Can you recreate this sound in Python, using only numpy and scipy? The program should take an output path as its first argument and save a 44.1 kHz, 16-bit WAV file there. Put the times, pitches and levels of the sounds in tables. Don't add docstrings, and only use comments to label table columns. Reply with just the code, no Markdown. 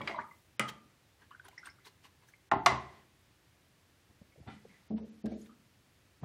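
import sys
import numpy as np
from scipy import signal
from scipy.fft import rfft, irfft
from scipy.io import wavfile
from scipy.ndimage import uniform_filter1d, minimum_filter1d

SR = 44100
rng = np.random.default_rng(int(sys.argv[2]) if len(sys.argv) > 2 else 0)


def store_pcm(level_fs):
    pcm = np.round(np.clip(level_fs, -1, 1) * 32767).astype(np.int16)
    wavfile.write(sys.argv[1], SR, np.atleast_2d(pcm).T)


def gain_from_decibels(decibels):
    exponent = np.asarray(decibels, float) / 20
    return 10 ** exponent


N = 275448


def at_hz(points, hz):
    table_hz, value = np.transpose(points)
    return np.interp(np.log(hz + 1), np.log(table_hz), value)


def add(out, s, sound):
    i = round(s * SR)
    out[i:i + len(sound)] += sound[:N - i]


def coloured(x, spectrum, tilt_db=0):
    hz = np.fft.rfftfreq(8192, 1 / SR)
    level_db = at_hz(spectrum, hz) + tilt_db * np.log2(hz / 1000 + .05)
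    cepstrum = irfft(np.log(gain_from_decibels(level_db)))
    cepstrum[1:4096] *= 2
    cepstrum[4097:] = 0
    kernel = irfft(np.exp(rfft(cepstrum)))
    return signal.fftconvolve(x, kernel / np.sqrt(np.sum(kernel ** 2)))[:len(x)]


def ring(clicks, hz, t60):
    r, w = gain_from_decibels(-60 / (t60 * SR)), 2 * np.pi * hz / SR
    return signal.lfilter([0, np.sin(w)], [1, -2 * r * np.cos(w), r * r], clicks + 1e-18)


def blows(events, colour, modes, clatter_db, ring_db, swell_cycles, rise_s, unrest):
    longest_ring_s = .55
    crowded_hz = 700
    in_step_s = 0.033
    out, t = np.zeros(N), np.arange(SR * 3 // 4) / SR
    hz, level_db, t60 = np.transpose(modes)[:, :, None]
    swell = 1 - np.exp(-t * hz / swell_cycles)
    drift = signal.resample(rng.standard_normal((len(modes), 100)), len(t), axis=1)
    beats = 1 + unrest * np.minimum(hz / crowded_hz, 1) * np.minimum(t / in_step_s, 1) * drift
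    decay = gain_from_decibels(level_db - 60 * t / np.minimum(t60, longest_ring_s))
    body = np.sum(decay * swell * beats * np.sin(2 * np.pi * hz * t), axis=0)
    noises = rng.standard_normal((len(events), len(t)))
    for (s, db, clatter_t60, tilt_db, struck_db), noise in zip(events, noises):
        shape = gain_from_decibels(db + clatter_db - 60 * t / clatter_t60) * np.minimum(t / rise_s, 1)
        clatter = coloured(shape * noise, colour, tilt_db)
        add(out, s, clatter * np.sqrt(np.sum(shape ** 2) / np.sum(clatter ** 2)))
        add(out, s, gain_from_decibels(db + ring_db + struck_db) * body)
    return out


def blips(events, unrest):
    out, t = np.zeros(N), np.arange(SR // 5) / SR
    noises = rng.standard_normal((len(events), 2, len(t)))
    for (s, db, hz, rise, t60, wobble_hz), noise in zip(events, noises):
        phase = 2 * np.pi * np.cumsum(hz * 2 ** (rise * np.minimum(t / t60, .6))) / SR
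        wobble = signal.lfilter(*signal.butter(2, wobble_hz, fs=SR), noise)
        along, across = wobble * unrest * np.sqrt(SR / wobble_hz / 2)
        envelope = gain_from_decibels(db - 60 * t / t60) * np.minimum(t / 0.0038, 1)
        add(out, s, envelope * ((1 + along) * np.sin(phase) + across * np.cos(phase)))
    return out


def pings(events):
    rise_cycles = 1.2
    out, t = np.zeros(N), np.arange(SR // 4) / SR
    for s, db, hz, t60 in events:
        swell = 1 - np.exp(-t * hz / rise_cycles)
        add(out, s, gain_from_decibels(db - 60 * t / t60) * swell * np.sin(2 * np.pi * hz * t))
    return out


# frequency in Hz, level in dB per Hz.
HUSH = [(15, -60.5), (25, -20.5), (86, -1.5), (156, -6.5), (188, -11.5), (379, -12.5), (411, -17),
        (553, -17), (898, -19.5), (1500, -20), (1670, -19.5), (1810, -19), (3550, -23), (15600, -34)]


def room_hush():
    return gain_from_decibels(-67.5) * coloured(rng.standard_normal(N), HUSH)


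def fizz(grains_per_s, uneven_db, cycles):
    size = gain_from_decibels(uneven_db * rng.exponential(1, N))
    grains = (rng.random(N) < grains_per_s / SR) * size * rng.choice([-1, 1], N)
    pitches, dealt = np.geomspace(120, 15000, 24), rng.integers(0, 24, N)
    rings = sum(ring(grains * (dealt == k), hz, cycles / hz) * hz for k, hz in enumerate(pitches))
    return rings / rings.std()


# centre in seconds, level in dB rms, half length in seconds, tilt in dB per octave.
STROKES = [(-0.001, -46, 0.056, -7.5), (0.093, -51.5, 0.045, -2.5), (0.198, -51, 0.028, -6.5),
           (0.3, -72.5, 0.21, 12), (0.692, -43.5, 0.011, 1), (1.25, -73, 0.015, -4),
           (1.486, -56.5, 0.0034, 8), (1.582, -70.5, 0.058, 0), (1.692, -69, 0.014, -7),
           (1.33, -77, .03, -4), (1.525, -80, 0.034, -4), (2.29, -69, 0.02, 7), (2.931, -64, 0.12, -3),
           (4.103, -63.5, 0.014, -11), (4.484, -46, 0.015, -9.5), (4.527, -66.5, 0.05, -1),
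           (4.723, -72.5, 0.17, 0), (4.978, -62.5, 0.01, -1.5), (5.264, -56.5, 0.0056, 0),
           (5.319, -67, 0.042, 1.5), (5.419, -68, 0.053, 7.5), (5.468, -67, 0.0061, -4),
           (6.245, -42.5, 0.018, -11)]
# centre in seconds, level in dB rms.
SWEEPS = [
    (1.223, -66),
    (1.46, -62),
    (1.668, -56.5),
    (1.868, -56),
    (2.053, -59),
    (2.234, -67),
]
# frequency in Hz, level in dB per Hz.
STROKE_COLOUR = [(47, -36.5), (80, -12.5), (409, -6.5), (544, -15), (903, -1.5), (1290, -8), (2000, -4.5),
                 (2330, -8), (4130, -9.5), (5040, -13.5), (15500, -28)]


def strokes(smooth_share):
    half_s, usual_tilt_db, harder_brighter, usual_db = 0.019, 0.5, 0.42, -58.5
    film = fizz(grains_per_s=6500, uneven_db=0.0, cycles=10)
    grains = coloured(film + smooth_share * rng.standard_normal(N), STROKE_COLOUR)
    out, size = np.zeros(N), SR // 2
    sweeps = [(s, db, half_s, usual_tilt_db + harder_brighter * (db - usual_db)) for s, db in SWEEPS]
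    for s, db, half, tilt_db in list(STROKES) + sweeps:
        i = max(round(s * SR) - size // 2, 0)
        t = np.arange(i, min(i + size, N)) / SR
        tilt = gain_from_decibels(tilt_db * np.log2(np.fft.rfftfreq(len(t), 1 / SR) / 2000 + 0.055))
        piece = irfft(rfft(grains[i:i + size]) * tilt, len(t))
        out[i:i + size] += gain_from_decibels(db) * np.exp(-((t - s) / half) ** 2) * piece / piece.std()
    return out


# start in seconds, peak in dB, clatter t60 in seconds, tilt in dB per octave, ring in dB.
JAR_TAPS = [
    (.006, -38.5, 0.031, -8.5, 16.5),
    (.015, -45, 0.03, 11.5, -4),
    (.0745, -29.5, 0.045, 7.5, -0.5),
    (.096, -36.5, 0.039, -3.5, 6),
    (.112, -36.5, 0.018, 0, 11),
]
# frequency in Hz, level in dB per Hz.
TAP_COLOUR = [(47, -27), (80, -5), (1080, 3.5), (1710, -1), (2180, 4.5), (2600, -8), (3100, -6),
              (6280, -41), (13000, -58), (15500, -51)]
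# frequency in Hz, level in dB, t60 in seconds.
JAR_WET = [(144, -24, .2), (211, -5, 0.27), (567, 7, 0.074), (700, -17, 0.072), (1026, 2.5, 0.14),
           (2050, -17, 0.12), (2290, -26, 0.11), (3080, -28, 0.05)]


def jar_taps():
    return blows(JAR_TAPS, TAP_COLOUR, JAR_WET, clatter_db=0.0, ring_db=-23.0, swell_cycles=2.2,
                 rise_s=0.00042, unrest=0.35)


# start in seconds, peak in dB, pitch in Hz, t60 in seconds.
PINGS = [(.007, -32, 1133, 0.03), (.0135, -38, 1910, 0.026), (.015, -41, 2280, 0.089),
         (.015, -45, 3300, .03), (.0745, -28.5, 2300, .025), (.077, -38, 3130, .035),
         (.0748, -38.5, 4790, .025), (.084, -42, 4100, .02), (.0755, -37, 1093, .04),
         (.096, -37, 1250, .02), (.098, -41, 2110, .03), (.1115, -41, 1950, .04), (.5950, -20, 2410, .014),
         (.5955, -33.5, 3100, 0.034), (.5965, -28, 505, .03), (.6000, -26.5, 1250, 0.062),
         (.602, -42, 2090, .06), (2.5140, -23, 1860, .03), (2.5152, -34, 2760, .015),
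         (2.5160, -24, 1420, .04), (2.5197, -8, 803, 0.012), (2.5200, -21.5, 1054, .1),
         (2.5345, -18.5, 880, .03), (2.5395, -19.5, 810, .04), (2.556, -30.5, 286, .1),
         (2.6608, -21.5, 4233, 0.02), (2.6608, -23, 3480, .03), (2.6610, -23, 2827, .05),
         (2.6612, -10, 1194, .03), (2.6635, -19.5, 2030, 0.031), (2.664, -22.5, 1396, .07),
         (2.6660, -11.5, 700.5, 0.069), (2.6665, -11.5, 1145, 0.03), (2.6815, -23, 944, .04),
         (2.716, -37, 288, .15), (2.712, -38, 582.6, 0.16), (4.940, -25, 217.5, 0.14),
         (5.005, -42, 227, 0.23), (5.275, -34, 212.7, .12), (5.243, -45.5, 606, 0.042),
         (5.316, -40.5, 666, 0.048), (5.35, -42, 241, .2), (6.224, -33.5, 145, .1), (6.2335, -27, 271, .04),
         (6.2335, -32.5, 646, .015), (6.227, -40, 420, .015), (6.234, -47.5, 1250, .03),
         (6.237, -61.5, 3180, .04), (6.241, -35, 745, .03), (6.24, -52, 2220, .04)]


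def contact_tones():
    return pings(PINGS)


# start in seconds, peak in dB, clatter t60 in seconds, tilt in dB per octave, ring in dB.
WASHES = [(.0746, -46, 0.0063, -18, -40), (.08, -39, 0.17, -5, -40), (.5948, -37, 0.0078, 4, -40),
          (.602, -40.5, 0.39, -4, -39), (2.522, -37.5, .3, -7.5, -38.5),
          (2.6607, -17.5, 0.0055, 4.5, -41.5), (2.668, -32, 0.11, 0.5, -39.5),
          (2.69, -37.5, 0.49, -2, -39.5), (5.257, -53, 0.028, 9.5, -40), (1.44, -66, 0.47, -5, -43),
          (1.62, -71.5, 0.33, -4, -42)]
# frequency in Hz, level in dB per Hz.
WASH_COLOUR = [(300, -25), (700, -1.5), (1200, 0.5), (2100, -1), (3500, -7.5), (6000, -13), (9000, -22),
               (15500, -39.5)]
# frequency in Hz, level in dB, t60 in seconds.
POT = [(210.5, 0, 0.28), (292, -9, 0.093), (790, -8.5, .15), (1370, -6.5, 0.2), (1990, -8.5, 0.15),
       (2400, -12.5, .2), (3000, -17.5, .2), (3580, -15, 0.24), (4200, -21.5, .15)]


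def noise_washes():
    return blows(WASHES, WASH_COLOUR, POT, clatter_db=-2, ring_db=-9.5, swell_cycles=3,
                 rise_s=.0004, unrest=.3)


# start in seconds, peak in dB, pitch in Hz, t60 in seconds.
PLOPS_DEEP = [(.10, -44.5, 700, 0.21), (.16, -42.5, 610, 0.1), (.184, -31.5, 956, 0.07),
              (.196, -31.5, 1045, 0.026), (.21, -45.5, 2050, 0.053), (.21, -45, 970, 0.081),
              (.228, -46, 933, 0.061), (.19, -48, 1675, .06), (.2, -42, 1340, 0.055),
              (.265, -58, 1224, 0.078), (.12, -52, 2074, 0.22), (.241, -44, 1204, 0.063),
              (.308, -63, 2030, 0.046), (1.214, -61, 1664, 0.14), (1.345, -49.5, 1480, 0.044),
              (1.396, -51, 1580, 0.035), (1.451, -55.5, 1516, 0.094), (1.483, -49, 760, 0.043),
              (1.510, -54, 2070, .03), (1.578, -46, 1960, 0.1), (1.628, -54, 1444, 0.23),
              (1.657, -39.5, 1660, 0.012), (1.667, -47, 1547, 0.1), (1.685, -48.5, 2050, 0.051),
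              (1.80, -69, 2020, 0.19), (1.455, -63, 389, 0.18), (1.862, -61.5, 398, 0.089),
              (2.284, -62, 1650, 0.084), (2.335, -49.5, 2090, 0.037)]
# start in seconds, peak in dB, pitch in Hz, rise in octaves, t60 in seconds.
CLIMBERS = [
    (.143, -41.5, 955, 0.3, 0.28),
    (0.187, -34.5, 1400, 0.95, 0.047),
    (1.308, -51, 1098, 1.7, 0.14),
    (1.785, -56, 1360, 0.15, 0.031),
    (5.492, -60.5, 1230, 0.3, 0.15),
]
# start in seconds, peak in dB, pitch in Hz.
SPRAY = [(0.158, -51, 3800), (0.682, -40.5, 3080), (1.313, -56.5, 2900), (1.447, -58, 9800),
         (1.483, -55.5, 2980), (1.578, -51, 5400), (1.655, -49.5, 8570), (1.697, -52.5, 5200),
         (1.847, -53, 3730), (1.869, -56, 4200), (2.039, -59, 2860), (2.051, -58, 2750), (1.455, -63, 3300),
         (2.283, -64, 6136), (5.414, -58.5, 6700)]


def bubbles():
    rise_oct, water_share, climb_share = 0.094, 0.097, 0.12
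    spray_t60_s, spray_share = 0.051, 0.061
    jar_air = [(s - 0.0017, db + 2.5, 1005, 0.059) for s, db in SWEEPS]
    steady = list(PLOPS_DEEP) + jar_air
    rows = [(s, db, hz, rise_oct, t60, water_share * hz) for s, db, hz, t60 in steady]
    rows += [(s, db, hz, rise_oct, spray_t60_s, spray_share * hz) for s, db, hz in SPRAY]
    rows += [(*row, climb_share * row[2]) for row in CLIMBERS]
    return blips(rows, unrest=0.78)


# start in seconds,
# peak in dB, pitch in Hz, t60 in seconds.
BEADS = [(.15, -47.5, 2050, 0.1), (.184, -30.5, 1183, 0.048), (.196, -39, 1670, 0.031),
         (.203, -45, 1880, .03), (.222, -54, 1920, 0.055), (.26, -54, 1230, .06), (.285, -57, 1210, 0.045),
         (.311, -48.5, 2050, 0.053), (.314, -48, 1130, 0.041), (1.397, -43, 1516, 0.047),
         (1.483, -51, 1470, 0.036), (1.53, -57, 1000, 0.054), (1.578, -38.5, 1940, 0.019),
         (1.583, -56, 2050, 0.11), (1.63, -62, 1480, 0.036), (1.656, -50.5, 2750, .03),
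         (1.668, -48.5, 1140, 0.075), (1.451, -55.5, 972, .08), (1.322, -57, 1710, 0.064),
         (4.358, -69, 610, 0.02)]


def beads():
    return pings(BEADS)


# start in seconds, peak in dB, clatter t60 in seconds, tilt in dB per octave, ring in dB.
JAR_RAP = [
    (.595, -22, 0.022, 3, -4),
    (.600, -27.5, 0.064, -6.5, -3.5),
    (.684, -59, 0.026, 0, -20),
    (.692, -68, 0.011, 12, -19),
]
# frequency in Hz, level in dB per Hz.
JAR_COLOUR = [(47, -53), (80, -30), (263, -13.5), (965, -12), (1260, 6.5), (1670, 0.5), (2000, 9),
              (2720, -8), (3030, -5.5), (4720, -13), (9340, -16), (15500, -37)]
# frequency in Hz, level in dB, t60 in seconds.
JAR = [(131.4, -4.5, 0.35), (212, 0.5, 0.081), (494, 12, 0.016), (817, -8.5, 0.11), (1202, -10, 0.46),
       (1250, -8.5, 0.4), (1342, -18, 0.51), (1960, -29, 0.14), (2300, -26, 0.29), (2750, -46, 0.2),
       (2900, 5, 0.074)]


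def jar_rap():
    return blows(JAR_RAP, JAR_COLOUR, JAR, clatter_db=-1.0, ring_db=-8.5, swell_cycles=0.58,
                 rise_s=0.00014, unrest=0.64)


# start in seconds, peak in dB, clatter t60 in seconds, tilt in dB per octave, ring in dB.
SCRAPES = [
    (4.473, -59, 0.23, -3.5, -31),
    (4.51, -65, 0.17, 4, -28),
    (1.307, -57, .02, 8, -30),
    (1.394, -56.5, 0.025, 1, -32),
    (1.482, -50, .015, -1, -30),
    (1.656, -49, .015, 1, -30),
    (5.459, -57.5, 0.043, 1.5, -37),
]
# frequency in Hz, level in dB per Hz.
SCRAPE_COLOUR = [(300, -18), (800, 2), (1400, 0), (2400, 7), (2800, -4), (3600, 6), (4400, -20),
                 (5200, -32)]


def scrapes():
    return blows(SCRAPES, SCRAPE_COLOUR, POT, clatter_db=-3.5, ring_db=-14, swell_cycles=3,
                 rise_s=0.00052, unrest=.3)


# start in seconds, peak in dB, clatter t60 in seconds, tilt in dB per octave, ring in dB.
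SOFT_KNOCK = [
    (2.514, -22, 0.03, 5.5, 1.5),
    (2.520, -9.5, 0.01, -2.5, 1),
    (2.535, -23.5, 0.023, -4.5, -5),
    (2.562, -27, 0.025, -11, -5),
]
# frequency in Hz, level in dB per Hz.
SOFT_COLOUR = [(40, -60.5), (65, -25.5), (390, -15), (540, -23), (750, -0.5), (1070, -10.5), (1900, -16.5),
               (2300, -24.5), (3040, -26), (4520, -47.5), (7050, -52), (11000, -70), (16000, -100)]
# frequency in Hz, level in dB, t60 in seconds.
EDGE_SOFT = [(74.5, -15, 0.59), (295, -8.5, .2), (393.4, -3.5, 0.25), (694.5, -6, 0.15), (730, -7, 0.66),
             (775, -0.5, 0.075), (832, -5, 0.3), (888, -2.5, 0.24), (1020, -14, .3), (1093, -6, 0.14),
             (1033, -5.5, 0.24), (1440, -21, 0.22), (1522, -13.5, 0.1), (1960, -20, 0.4),
             (2080, -21.5, .35), (2760, -32, .15)]


def soft_knock():
    return blows(SOFT_KNOCK, SOFT_COLOUR, EDGE_SOFT, clatter_db=1, ring_db=-21.5, swell_cycles=3.3,
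                 rise_s=.0015, unrest=0.71)


# start in seconds, peak in dB, pitch in
# Hz, t60 in seconds.
NUDGES = [(4.213, -47.5, 190, 0.051), (4.215, -55, 560, 0.044), (4.32, -66, 2200, .1),
          (4.356, -57.5, 567, 0.065), (4.376, -52, 147, 0.13), (4.380, -55, 474, 0.087),
          (4.425, -59, 685, 0.071), (4.53, -50, 205, .2), (4.575, -63, 2000, .15), (4.650, -31, 463, 0.017),
          (4.655, -60.5, 192, 0.59), (4.69, -65, 2150, .4), (4.74, -64, 2000, .3), (4.978, -55, 947, 0.09),
          (5.00, -51, 472, 0.33), (5.255, -58, 1600, 0.16), (5.317, -59, 2280, .08)]
# start in seconds, peak in dB, pitch in Hz, change in octaves, t60 in seconds.
SAGS = [
    (2.5195, -21, 697, -0.25, 0.046),
    (4.402, -31, 340, -1.7, 0.013),
    (4.410, -42.5, 115, -1.5, 0.048),
    (4.474, -47.5, 757, 0.047, 0.1),
]
# start in seconds, peak in dB.
POT_LANDS = [
    (4.476, -49),
    (4.498, -51),
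    (4.518, -54.5),
    (4.545, -62),
]


def bumps():
    pot = [(s, db + level_db, hz, t60) for s, db in POT_LANDS for hz, level_db, t60 in POT]
    rows = [(s, db, hz, 0, t60, 50 + 0.11 * hz) for s, db, hz, t60 in list(NUDGES) + pot]
    rows += [(*row, 45) for row in SAGS]
    return blips(rows, unrest=0.58)


# start in seconds, peak in dB, clatter t60 in seconds, tilt in dB per octave, ring in dB.
HARD_KNOCK = [
    (2.661, -13, 0.03, 4, 9),
    (2.666, -15, 0.03, -2.5, 3),
    (2.682, -28.5, 0.011, -3.5, 8),
    (2.72, -28, 0.055, -9.5, 3.7),
]
# frequency in Hz, level in dB per Hz.
HARD_COLOUR = [(40, -59.5), (65, -28.5), (380, -18), (560, -17.5), (700, -1), (1150, -0.5), (1650, -10),
               (2000, -7.5), (2400, -14), (3100, -17.5), (4250, -20), (5000, -22.5), (15500, -52)]
# frequency in Hz, level in dB, t60 in seconds.
EDGE_HARD = [(71.9, -13, 0.56), (128.8, 0, 0.38), (217.9, -14.5, 0.64), (378, -2.5, 0.3), (700, -1, 0.42),
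             (724, -6, .44), (807.6, -8, .3), (886, -9, 0.3), (1045, -5, .5), (1087, -4, 0.56),
             (1168, -9.5, 0.35), (1250, -11.5, .35), (1400, -8, 0.25), (1805, -12.5, .25), (1940, -16, .5),
             (1990, -15, 0.55), (2042, -12.5, 0.5), (2120, -16.5, 0.74), (2280, -17.5, 0.28),
             (2650, -15, 0.22), (2862, -15, 0.25), (3200, -25, 0.25), (3455, -26.5, .3), (3830, -28, .4),
             (4650, -30, .3)]


def hard_knock():
    return blows(HARD_KNOCK, HARD_COLOUR, EDGE_HARD, clatter_db=-1.5, ring_db=-29.0, swell_cycles=1.7,
                 rise_s=0.00033, unrest=1.0)


# start in seconds, peak in dB, clatter t60 in seconds, tilt in dB per octave, ring in dB.
THUDS = [
    (4.903, -34.5, 0.13, -4.5, 5.5),
    (4.976, -41.5, 0.11, 7, -35),
    (5.240, -33.5, 0.22, -7.5, 6),
    (5.258, -38.5, 0.016, 29, -9),
    (5.315, -30, 0.093, -3.5, -19.5),
    (6.226, -39, 0.15, -3, -25.5),
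]
# frequency in Hz, level in dB per Hz.
THUD_COLOUR = [(29, -71.5), (50, -32), (142, -45), (221, -30.5), (331, -8), (418, -28), (495, -21),
               (639, -15.5), (1230, -39), (3650, -59), (8000, -91), (10400, -101), (17600, -120)]
# frequency in Hz, level in dB, t60 in seconds.
TABLE_TOP = [(73.7, -18, 0.35), (136.5, -11.5, 0.18), (191, -16, 0.62), (210.6, -2, 0.22),
             (221, -3.5, 0.16), (247.5, -13, 0.46), (302.2, -14, 0.34), (412, -15, 0.29),
             (453.3, -24, 0.57), (625, -35, 0.24), (772, -37.5, 0.39)]


def table_thuds():
    return blows(THUDS, THUD_COLOUR, TABLE_TOP, clatter_db=-9.5, ring_db=2.0, swell_cycles=2.3,
                 rise_s=0.007, unrest=0.06)


# frequency in Hz, t60 in seconds.
ROOM_T60 = [(60, 0.52), (250, 0.68), (1000, 0.34), (3000, .32), (8000, 0.23), (15000, 0.016)]


def room(x):
    level_db, first_echo_s = -11.5, 0.005
    t, edges = np.arange(SR) / SR, 40 * 2 ** np.arange(0, 9, .5)
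    echoes, white = 0, rng.standard_normal((2, SR))
    for k, (low, high) in enumerate(zip(edges, edges[1:])):
        band_filter = signal.butter(2, [low, high], "band", fs=SR, output="sos")
        band = signal.sosfilt(band_filter, white[k % 2])
        echoes = echoes + band * gain_from_decibels(-60 * t / at_hz(ROOM_T60, np.sqrt(low * high)))
    echoes = echoes * np.clip(t / first_echo_s - 1, 0, 1)
    return gain_from_decibels(level_db) * signal.fftconvolve(x, echoes / np.sqrt(np.sum(echoes ** 2)))[:N]


def scene():
    wood = jar_taps() + jar_rap() + soft_knock() + hard_knock()
    tones = contact_tones()
    thuds = table_thuds()
    water = bubbles() + beads() + strokes(smooth_share=1.8)
    pushes = bumps()
    echoes = room(wood + gain_from_decibels(-5.0) * tones + thuds + gain_from_decibels(-3.5) * water + gain_from_decibels(-7) * pushes)
    dry_noises = scrapes() + noise_washes()
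    return (wood + tones + thuds + water + pushes + echoes + dry_noises + room_hush())[None]


def thinned(x, size, reach):
    masked_db, treble_bias_db, waver_db, attack_bonus_db = -55, 16, 6, 8
    s, frames = signal.stft(x, SR, window="cosine", nperseg=2 * size, noverlap=size)[1:]
    power = np.abs(frames[:, :size]) ** 2
    bands = power.reshape(1, 32, size // 32, -1).mean(axis=2)
    smooth = uniform_filter1d(power, size=max(size // 170, 1), axis=1)
    loudest = smooth.max(axis=1, keepdims=True)
    strongest = -minimum_filter1d(-loudest, size=reach, axis=2)
    attack = strongest > 100 * np.roll(strongest, 2, axis=2)
    height = np.arange(32)[:, None] / 23
    limit_db = masked_db + treble_bias_db * height - attack_bonus_db * (reach > 1)
    limit_db = limit_db + waver_db * rng.standard_normal(bands.shape) / reach
    frames[:, :size] *= np.repeat(bands > strongest * gain_from_decibels(2 * limit_db), size // 32, axis=1)
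    kept = signal.istft(frames, window="cosine", nperseg=2 * size, noverlap=size)[1][:, :N]
    return kept, s, attack[0, 0]


def masked(x):
    slow, s, attack = thinned(x, size=1024, reach=1)
    quick = thinned(x, size=128, reach=17)[0]
    sudden = np.interp(np.arange(N) / SR, s, attack | np.roll(attack, -1))
    sudden = np.minimum(3 * sudden, 1)
    return sudden * quick + (1 - sudden) * slow


def low_pass(x):
    return signal.sosfilt(signal.butter(12, 16510, fs=SR, output="sos"), x)


def record(dry):
    thin = signal.sosfilt(signal.butter(2, 40.2, "high", fs=SR, output="sos"), dry)
    cut = signal.sosfilt(signal.cheby2(12, 50, 16500, fs=SR, output="sos"), thin)
    return low_pass(masked(cut))


dry = scene()
out = record(dry)
store_pcm(out)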